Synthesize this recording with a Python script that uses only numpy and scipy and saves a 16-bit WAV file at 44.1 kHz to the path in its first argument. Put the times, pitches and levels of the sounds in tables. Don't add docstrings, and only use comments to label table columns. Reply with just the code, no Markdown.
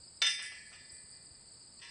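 import sys
import numpy as np
from scipy import signal
from scipy.fft import rfft, irfft, next_fast_len
from scipy.io import wavfile
from scipy.ndimage import map_coordinates

SR = 44100
rng = np.random.default_rng(int(sys.argv[2]) if len(sys.argv) > 2 else 0)


def ratio_of_db(decibels):
    return 10 ** (np.asarray(decibels, float) / 20)


def file_out(sig):
    cols = np.atleast_2d(sig).T
    lim = np.clip(cols, -1, 1)
    pcm = np.round(lim * 32767).astype(np.int16)
    wavfile.write(sys.argv[1], SR, pcm)


N = 83790


def unit(x):
    return x / np.sqrt(np.mean(x ** 2) + 1e-20)


def along(points, hz):
    f, v = np.transpose(points)
    return np.interp(np.log(hz + 1), np.log(f + 1), v)


def wobble(rate):
    knots = rng.standard_normal(int(N * 40 / SR) + 4)
    coarse = map_coordinates(knots, [np.arange(N // 64 + 2) * 64 * rate / SR])
    return np.interp(np.arange(N) / 64, np.arange(len(coarse)), coarse)


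def tint(x, spectrum):
    size = next_fast_len(len(x))
    hz = np.fft.rfftfreq(size, 1 / SR)
    inside = (hz >= spectrum[0][0]) & (hz <= spectrum[-1][0])
    return irfft(rfft(x, size) * ratio_of_db(along(spectrum, hz)) * inside, size)[:len(x)]


def coloured(x, spectrum):
    return unit(tint(x, spectrum))


def add(track, start_s, sound):
    part = track[round(start_s * SR):][:len(sound)]
    part += sound[:len(part)]


# pitch_hz [Hz], density_db [dB per Hz]
MURMUR_SPECTRUM = [(20, -6), (60, -3), (130, -2.5), (300, -8), (500, -11), (1600, -17.5), (3400, -23),
                   (4500, -9.5)]
# pitch_hz [Hz], density_db [dB per Hz]
GUST_SPECTRUM = [(35, -8.5), (70, 7.5), (150, 0), (300, -15.5)]
MURMUR_DB, GUST_DB = -66.5, -75.5


def air():
    gusts = unit(ratio_of_db(5.5 * wobble(9)) * coloured(rng.standard_normal(N), GUST_SPECTRUM))
    murmur_gain = ratio_of_db(MURMUR_DB + 0.15 * wobble(7.8))
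    murmur = coloured(rng.standard_normal(N), MURMUR_SPECTRUM)
    return murmur_gain * murmur + ratio_of_db(GUST_DB) * gusts


# pitch_hz [Hz], density_db [dB per Hz]
BUZZ_SPECTRUM = [(6300, -50), (6550, -19.5), (7270, -9.5), (7690, 2), (8110, 3.5), (8960, -2), (9200, -17),
                 (10300, -33.5)]
# start_s [s], level_db [dB]
CHOIR = [
    (0.0, -58),
    (0.184, -59),
    (0.312, -67),
    (0.598, -58.5),
    (1.9, -58),
]
CLICKS_PER_S, CLICK_SHARE, SWELL_DB = 400, 0.39, -0.38


def katydids():
    turns = np.cumsum(CLICKS_PER_S * (1 + 0.23 * wobble(30))) / SR
    teeth = np.diff(np.floor(turns), prepend=0)
    clicks = unit(teeth * rng.standard_normal(N) * ratio_of_db(3 * wobble(12)))
    hiss = rng.standard_normal(N)
    buzz = coloured(np.sqrt(CLICK_SHARE) * clicks + np.sqrt(1 - CLICK_SHARE) * hiss, BUZZ_SPECTRUM)
    choir_db = np.interp(np.arange(N) / SR, *np.transpose(CHOIR))
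    return ratio_of_db(choir_db + SWELL_DB * wobble(11.5)) * buzz


# centre_s [s], pitch_hz at the loudest [Hz], level_db [dB]
PULSES = [(.04, 4680, -56.5), (.083, 5000, -58), (.175, 5160, -62), (.59, 4570, -61), (.662, 4580, -63),
          (.7, 4700, -62.5), (.75, 4580, -60), (.812, 4860, -62.5), (.855, 4780, -58), (.9, 4970, -57.5),
          (.953, 4600, -63.5), (.986, 4510, -60.5), (1.14, 4850, -58), (1.168, 4640, -61),
          (1.215, 4610, -62.5), (1.268, 4800, -61), (1.315, 4690, -60.5), (1.355, 4880, -61),
          (1.487, 4550, -61), (1.52, 4750, -57.5), (1.568, 5230, -68), (1.615, 4800, -58),
          (1.632, 4500, -71), (1.675, 4800, -61.5), (1.725, 4960, -66), (1.74, 4500, -63),
          (1.78, 4390, -57.5), (1.794, 4620, -57.5), (1.893, 5050, -60)]
# pitch_hz [Hz], gain_db [dB]
WING_RESONANCE = [(3700, -25), (4200, 0), (5200, 6.5), (5400, -21), (5500, -55)]
# pitch_hz [Hz], density_db [dB per Hz]
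HAZE_SPECTRUM = [(3700, -29.5), (4100, -8), (4700, 7.5), (5200, 0), (5400, -34), (5480, -61)]
FALL_HZ_PER_S, PULSE_S, TRAIL_S = 36000, 0.0052, 0.0065
CHORUS_DB, CHORUS_HZ, CHORUS_SPREAD_HZ, HAZE_DB = -75.5, 4800, 480, -62.5


def crickets(count=170):
    spread = rng.standard_normal((count, 2))
    start_s = rng.uniform(0, N / SR, count)
    far = np.c_[start_s, CHORUS_HZ + CHORUS_SPREAD_HZ * spread[:, 0], CHORUS_DB + 3 * spread[:, 1]]
    half = SR // 20
    out, t = np.zeros(N + SR // 10), np.arange(-half, half) / SR
    shape = np.exp(-.5 * (t / np.where(t < 0, PULSE_S, TRAIL_S)) ** 2)
    for s, hz, db in [*PULSES, *far]:
        tone = np.sin(2 * np.pi * (hz * t - FALL_HZ_PER_S * t * t / 2))
        add(out, s, ratio_of_db(db) * np.sqrt(2) * shape * tone)
    haze = ratio_of_db(HAZE_DB + 1.05 * wobble(21)) * coloured(rng.standard_normal(N), HAZE_SPECTRUM)
    return tint(out[half:][:N], WING_RESONANCE) + haze


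HARD_S, SOFT_S, LINK_S = 0.0023, 0.0082, 0.003
SCATTER_DB = -2.2


def ring(hz, modes, times, blows_db, contacts, scatter_db):
    out, at = np.zeros(N), np.round(np.multiply(times, SR)).astype(int)
    chance = rng.standard_normal((len(at), 2, len(modes)))
    quarter = np.pi / 2 * (np.arange(len(at)) % 2)[:, None]
    chance[:, 1] = 2 * chance[0, 1] + .3 * chance[:, 1] + quarter
    for k, (db, t60) in enumerate(modes):
        push, turn = np.zeros(N + SR // 10, complex), 2j * np.pi * hz[k] / SR
        for a, blow_db, contact, (size, phase) in zip(at, blows_db, contacts, chance[:, :, k]):
            force = np.hanning(int(contact * SR) + 3)
            force /= force.sum()
            carrier = np.exp(turn * np.arange(a, a + len(force)) + 1j * phase)
            push[a:a + len(force)] += ratio_of_db(db + blow_db + scatter_db * size) * force * carrier
        span = slice(at[0], min(N, at[-1] + int(t60 * SR)))
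        pole = np.exp(turn) * ratio_of_db(-60 / SR / t60)
        out[span] += signal.lfilter([1], [1, -pole], push[span]).imag
    return out


TWIN_HZ, TWIN_DB = 15.44, -8.5


def twinned(hz, modes):
    neighbours = hz + TWIN_HZ * rng.standard_normal(len(hz))
    return [*hz, *neighbours], [*modes, *np.add(modes, [TWIN_DB, 0])]


RISE_S = 0.00073


def burst(spectrum, t60):
    t = np.arange(SR // 4) / SR
    rasp = coloured(rng.standard_normal(len(t)), spectrum)
    return rasp * ratio_of_db(-60 * t / t60) * (1 - np.exp(-t / RISE_S))


# start_s [s], rail_db, post_db, panels_db, clatter_db [dB]
KNOCKS = [
    (0.2173, -31, -31.5, -48, -39),
    (.245, -42, -40.5, -58, -48.5),
    (.262, -44, -37, -74.5, -49),
    (0.389, -51.5, -59.5, -66, -51),
    (0.432, -54, -60.5, -65.5, -56),
    (.515, -58, -68.5, -82, -62.5),
    (0.724, -59.5, -67, -74, -65.5),
]
# level_db [dB], t60_s [s]; then pitch_hz [Hz]
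RAIL_MODES = [(-25, 0.54), (-24, 0.33), (-13, 0.091), (-11, 0.97), (-19, 0.58), (-13.5, 0.81),
              (-10.5, 0.62), (-7, 0.22), (-21, 0.52), (-32.5, 0.21), (-23, .41), (-7.5, 0.33), (-2.5, 0.24),
              (-7.5, 0.21)]
RAIL_HZ = [3295, 4323, 5905, 1726, 1755, 1843, 2012, 2252, 2428, 2546, 2595, 2748, 2880, 2977]
POST_MODES = [(-11, 0.21), (-10, 0.29), (1.5, 0.36), (-13.5, 0.4), (-8, 0.47), (-12, 0.55), (-3.5, 0.37),
              (-10.5, 0.45), (-15, 0.46), (-12.5, 0.29), (-13.5, 0.43), (-4.5, 0.29), (-9.5, 0.41),
              (-18, 0.46)]
POST_HZ = [3229, 3381, 3588, 4118, 4815, 4949, 5108, 5211, 5373, 5555, 5752, 5991, 6014, 6325]
PANEL_MODES = [(-6, 1.9), (-3, 2.1), (-6.5, 1.92), (-8, 1.1), (-8, 2.26), (-1, 1.29), (2, 0.6), (-8.5, 2.3),
               (-8, 0.89), (-12, 1.5), (-2, 1.2), (-18.5, .8), (-15, 1), (-13, 1.3)]
PANEL_HZ = [1711, 1769, 1866, 1986, 2013, 2260, 2386, 2415, 2573, 2888, 3202, 3427, 3586, 2600]
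# pitch_hz [Hz], level_db [dB]
CLATTER = [(1300, -22), (1620, -4.5), (1750, -15), (3300, -9.5), (3900, -5), (4600, -8), (5200, -7),
           (6400, -25.5)]
CRACK_DB, CRACK_T60_S = -23.5, 0.042
KNOCK_CONTACTS = [HARD_S] + [SOFT_S] * (len(KNOCKS) - 1)


def panel_knocks():
    start_s, rail_db, post_db, panels_db, _ = np.transpose(KNOCKS)
    bodies = [(RAIL_HZ, RAIL_MODES, rail_db), (POST_HZ, POST_MODES, post_db),
              (PANEL_HZ, PANEL_MODES, panels_db)]
    out = np.zeros(N)
    for hz, modes, db in bodies:
        out += ring(*twinned(hz, modes), start_s, db, KNOCK_CONTACTS, SCATTER_DB)
    add(out, start_s[0], ratio_of_db(CRACK_DB) * burst(CLATTER, CRACK_T60_S))
    return out


# pitch_hz [Hz], t60_s [s]
CLATTER_T60 = [(1300, 0.85), (1800, 0.76), (3500, 0.28), (6400, 0.68)]
KIN_HZ = 45


def weak_modes(count=76):
    strong = [*RAIL_HZ[3:], *POST_HZ, *PANEL_HZ]
    hz = np.resize(strong, count) + KIN_HZ * rng.standard_normal(count)
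    t60 = along(CLATTER_T60, hz) * ratio_of_db(rng.uniform(-4, 1, count))
    return hz, np.c_[along(CLATTER, hz), t60]


# start_s [s], ring_db, clatter_db [dB]
NUDGES = [
    (1.79, -71, -77),
    (1.812, -58, -65.5),
    (1.821, -55, -61.5),
    (1.845, -66, -68),
    (1.868, -64, -74),
]


def clatter(hz, swarm):
    knock_s, *_, knock_db = np.transpose(KNOCKS)
    nudge_s, _, nudge_db = np.transpose(NUDGES)
    out = ring(hz, swarm, knock_s, knock_db, KNOCK_CONTACTS, scatter_db=2.5)
    return out + ring(hz, swarm, nudge_s, nudge_db, [SOFT_S] * len(NUDGES), scatter_db=6.0)


# start_s [s], frame_db, thud_db [dB]
THUDS = [
    (.2173, -43, -48),
    (.24, -64, -57.5),
    (.262, -52.5, -66),
    (.39, -62, -60),
    (.42, -60.5, -71),
    (.515, -68, -63),
    (.712, -71.5, -64.5),
    (.735, -72, -70),
]
# level_db [dB], t60_s [s]; then pitch_hz [Hz]
FRAME_MODES = [(-7, .17), (-16, .2), (-10, .18), (-14, .3), (-9, .1), (-12, .18), (-13, .2), (0, .28),
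               (-14, .4), (-1, .15), (-10, .5)]
FRAME_HZ = [530, 705, 802, 953, 1030, 1163, 1222, 1362, 1437, 1515, 1620]
# pitch_hz [Hz], density_db [dB per Hz]
THUD_SPECTRUM = [(380, -1.5), (550, -1), (1000, 4), (1600, 4)]
THUD_T60_S = 0.24


def frame_thuds():
    start_s, frame_db, thud_db = np.transpose(THUDS)
    out = ring(*twinned(FRAME_HZ, FRAME_MODES), start_s, frame_db, [LINK_S] * len(THUDS), scatter_db=1.5)
    for at, db in zip(start_s, thud_db):
        add(out, at, ratio_of_db(db) * burst(THUD_SPECTRUM, THUD_T60_S))
    return out


# start_s [s], links_db, hook_db, tick_db [dB]
JINGLES = [(0.218, -54, -64, -39.5), (0.238, -63, -62, -54), (.263, -49, -49.5, -45),
           (0.294, -53, -56.5, -48), (0.336, -60.5, -65, -56), (.422, -51.5, -67, -51.5),
           (.458, -58.5, -75, -56), (.917, -76, -51.5, -74), (.945, -84, -54, -66), (.997, -87, -61.5, -81),
           (1.1, -85, -68.5, -78)]
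# level_db [dB], t60_s [s]; then pitch_hz [Hz]
LINK_MODES = [(-7, .25), (-4, .22), (-4, .25), (-4, .25), (-5, .25), (-7, .3), (0, .16), (-1, .16),
              (-10, .45), (-12, .35)]
LINK_HZ = [7564, 7903, 8043, 8215, 8457, 8748, 9092, 9250, 9405, 9787]
HOOK_MODES = [(-6, .2), (-6, .6), (-6, .2), (-9, .7), (-8, .8), (-8, .3), (-4, .45), (-4, 1.1), (3, .1)]
HOOK_HZ = [7617, 7913, 7962, 8048, 8215, 8280, 8463, 8615, 8818]
# pitch_hz [Hz], density_db [dB per Hz]
TICK_SPECTRUM = [(6300, -13.5), (7200, -4), (8800, -7), (9800, -10.5), (10400, -35)]
TICK_T60_S = 0.13


def chain_jingles():
    start_s, links_db, hook_db, tick_db = np.transpose(JINGLES)
    touch = [LINK_S] * len(JINGLES)
    out = ring(*twinned(LINK_HZ, LINK_MODES), start_s, links_db, touch, scatter_db=4.0)
    out += ring(HOOK_HZ, HOOK_MODES, start_s, hook_db, touch, scatter_db=4.5)
    for at, db in zip(start_s, tick_db):
        add(out, at, ratio_of_db(db) * burst(TICK_SPECTRUM, TICK_T60_S))
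    return out


# start_s [s], level_db [dB]
PIN_TAPS = [
    (0.698, -76),
    (0.726, -93),
    (.92, -81.5),
    (1.605, -84),
    (1.785, -75),
    (1.82, -64),
]
# level_db [dB], t60_s [s]; then pitch_hz [Hz]
PIN_MODES = [(-4, 0.45), (3, 0.29), (-12, 0.28), (1, 0.18), (-3.5, 0.29)]
PIN_HZ = [5373, 5553, 5755, 6013, 6257]


def pin_taps():
    return ring(PIN_HZ, PIN_MODES, *np.transpose(PIN_TAPS), [SOFT_S] * len(PIN_TAPS), scatter_db=5.5)


# level_db [dB], t60_s [s]; then pitch_hz [Hz]
REBOUND_MODES = [(-7.5, 0.24), (-2, .2), (-8, .2), (-3, 0.46), (-9, 0.33), (1, 0.41)]
REBOUND_HZ = [1240, 2530, 2692, 2848, 3230, 3585]
REBOUND_S, REBOUND_DB = .727, -60


def rail_rebound():
    return ring(REBOUND_HZ, REBOUND_MODES, [REBOUND_S], [REBOUND_DB], [SOFT_S], SCATTER_DB)


# start_s [s], level_db [dB]
HOOFS = [
    (0.925, -54.5),
    (1.04, -57.5),
    (1.311, -53.5),
]
HOOF_HZ, HOOF_S = 79, 0.0061


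def hoofs():
    out, t = np.zeros(N), np.arange(SR // 8) / SR
    push = np.e * t / HOOF_S * np.exp(-t / HOOF_S) * np.sin(2 * np.pi * HOOF_HZ * t)
    for start_s, db in HOOFS:
        add(out, start_s, ratio_of_db(db) * push)
    return out


# level_db [dB], t60_s [s]; then pitch_hz [Hz]
GATE_MODES = [(-13.5, .6), (-12.5, 0.51), (-7, 0.27), (-13, 0.32), (-7, 0.32), (-0.5, 0.26), (-5.5, .5),
              (-6, 0.16), (-10, .3), (1.5, 0.16), (-9, .2), (-4, 0.23), (-5.5, 0.23), (-9, 0.22)]
GATE_HZ = [947, 1077, 1346, 1610, 1760, 1884, 2003, 2557, 2729, 2930, 3203, 3585, 4054, 5023]


def gate_nudges():
    start_s, ring_db, _ = np.transpose(NUDGES)
    return ring(*twinned(GATE_HZ, GATE_MODES), start_s, ring_db, [SOFT_S] * len(NUDGES), SCATTER_DB)


# pitch_hz [Hz], t60_s [s]
YARD_T60 = [(300, 0.23), (3000, 0.25), (9000, .2)]
YARD_DB = -15


def yard(dry_steel):
    size = SR // 2
    hz, t, z = signal.stft(rng.standard_normal(size), SR, nperseg=128)
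    decay = ratio_of_db(-60 * t / along(YARD_T60, hz)[:, None])
    tail = signal.istft(z * decay, SR, nperseg=128)[1][:size]
    delayed = np.pad(dry_steel, (600, 0))
    return ratio_of_db(YARD_DB) * signal.fftconvolve(delayed, tail / np.linalg.norm(tail))[:N]


def scene():
    hz, swarm = weak_modes()
    steel = panel_knocks() + frame_thuds() + pin_taps() + rail_rebound()
    steel += gate_nudges() + clatter(hz, swarm)
    steel += chain_jingles()
    return (steel + yard(steel) + crickets() + katydids() + hoofs() + air())[None]


def top_cut(x):
    return signal.sosfilt(signal.butter(12, 10760, fs=SR, output="sos"), x)


def record(dry):
    return top_cut(dry)


dry = scene()
out = record(dry)
file_out(out)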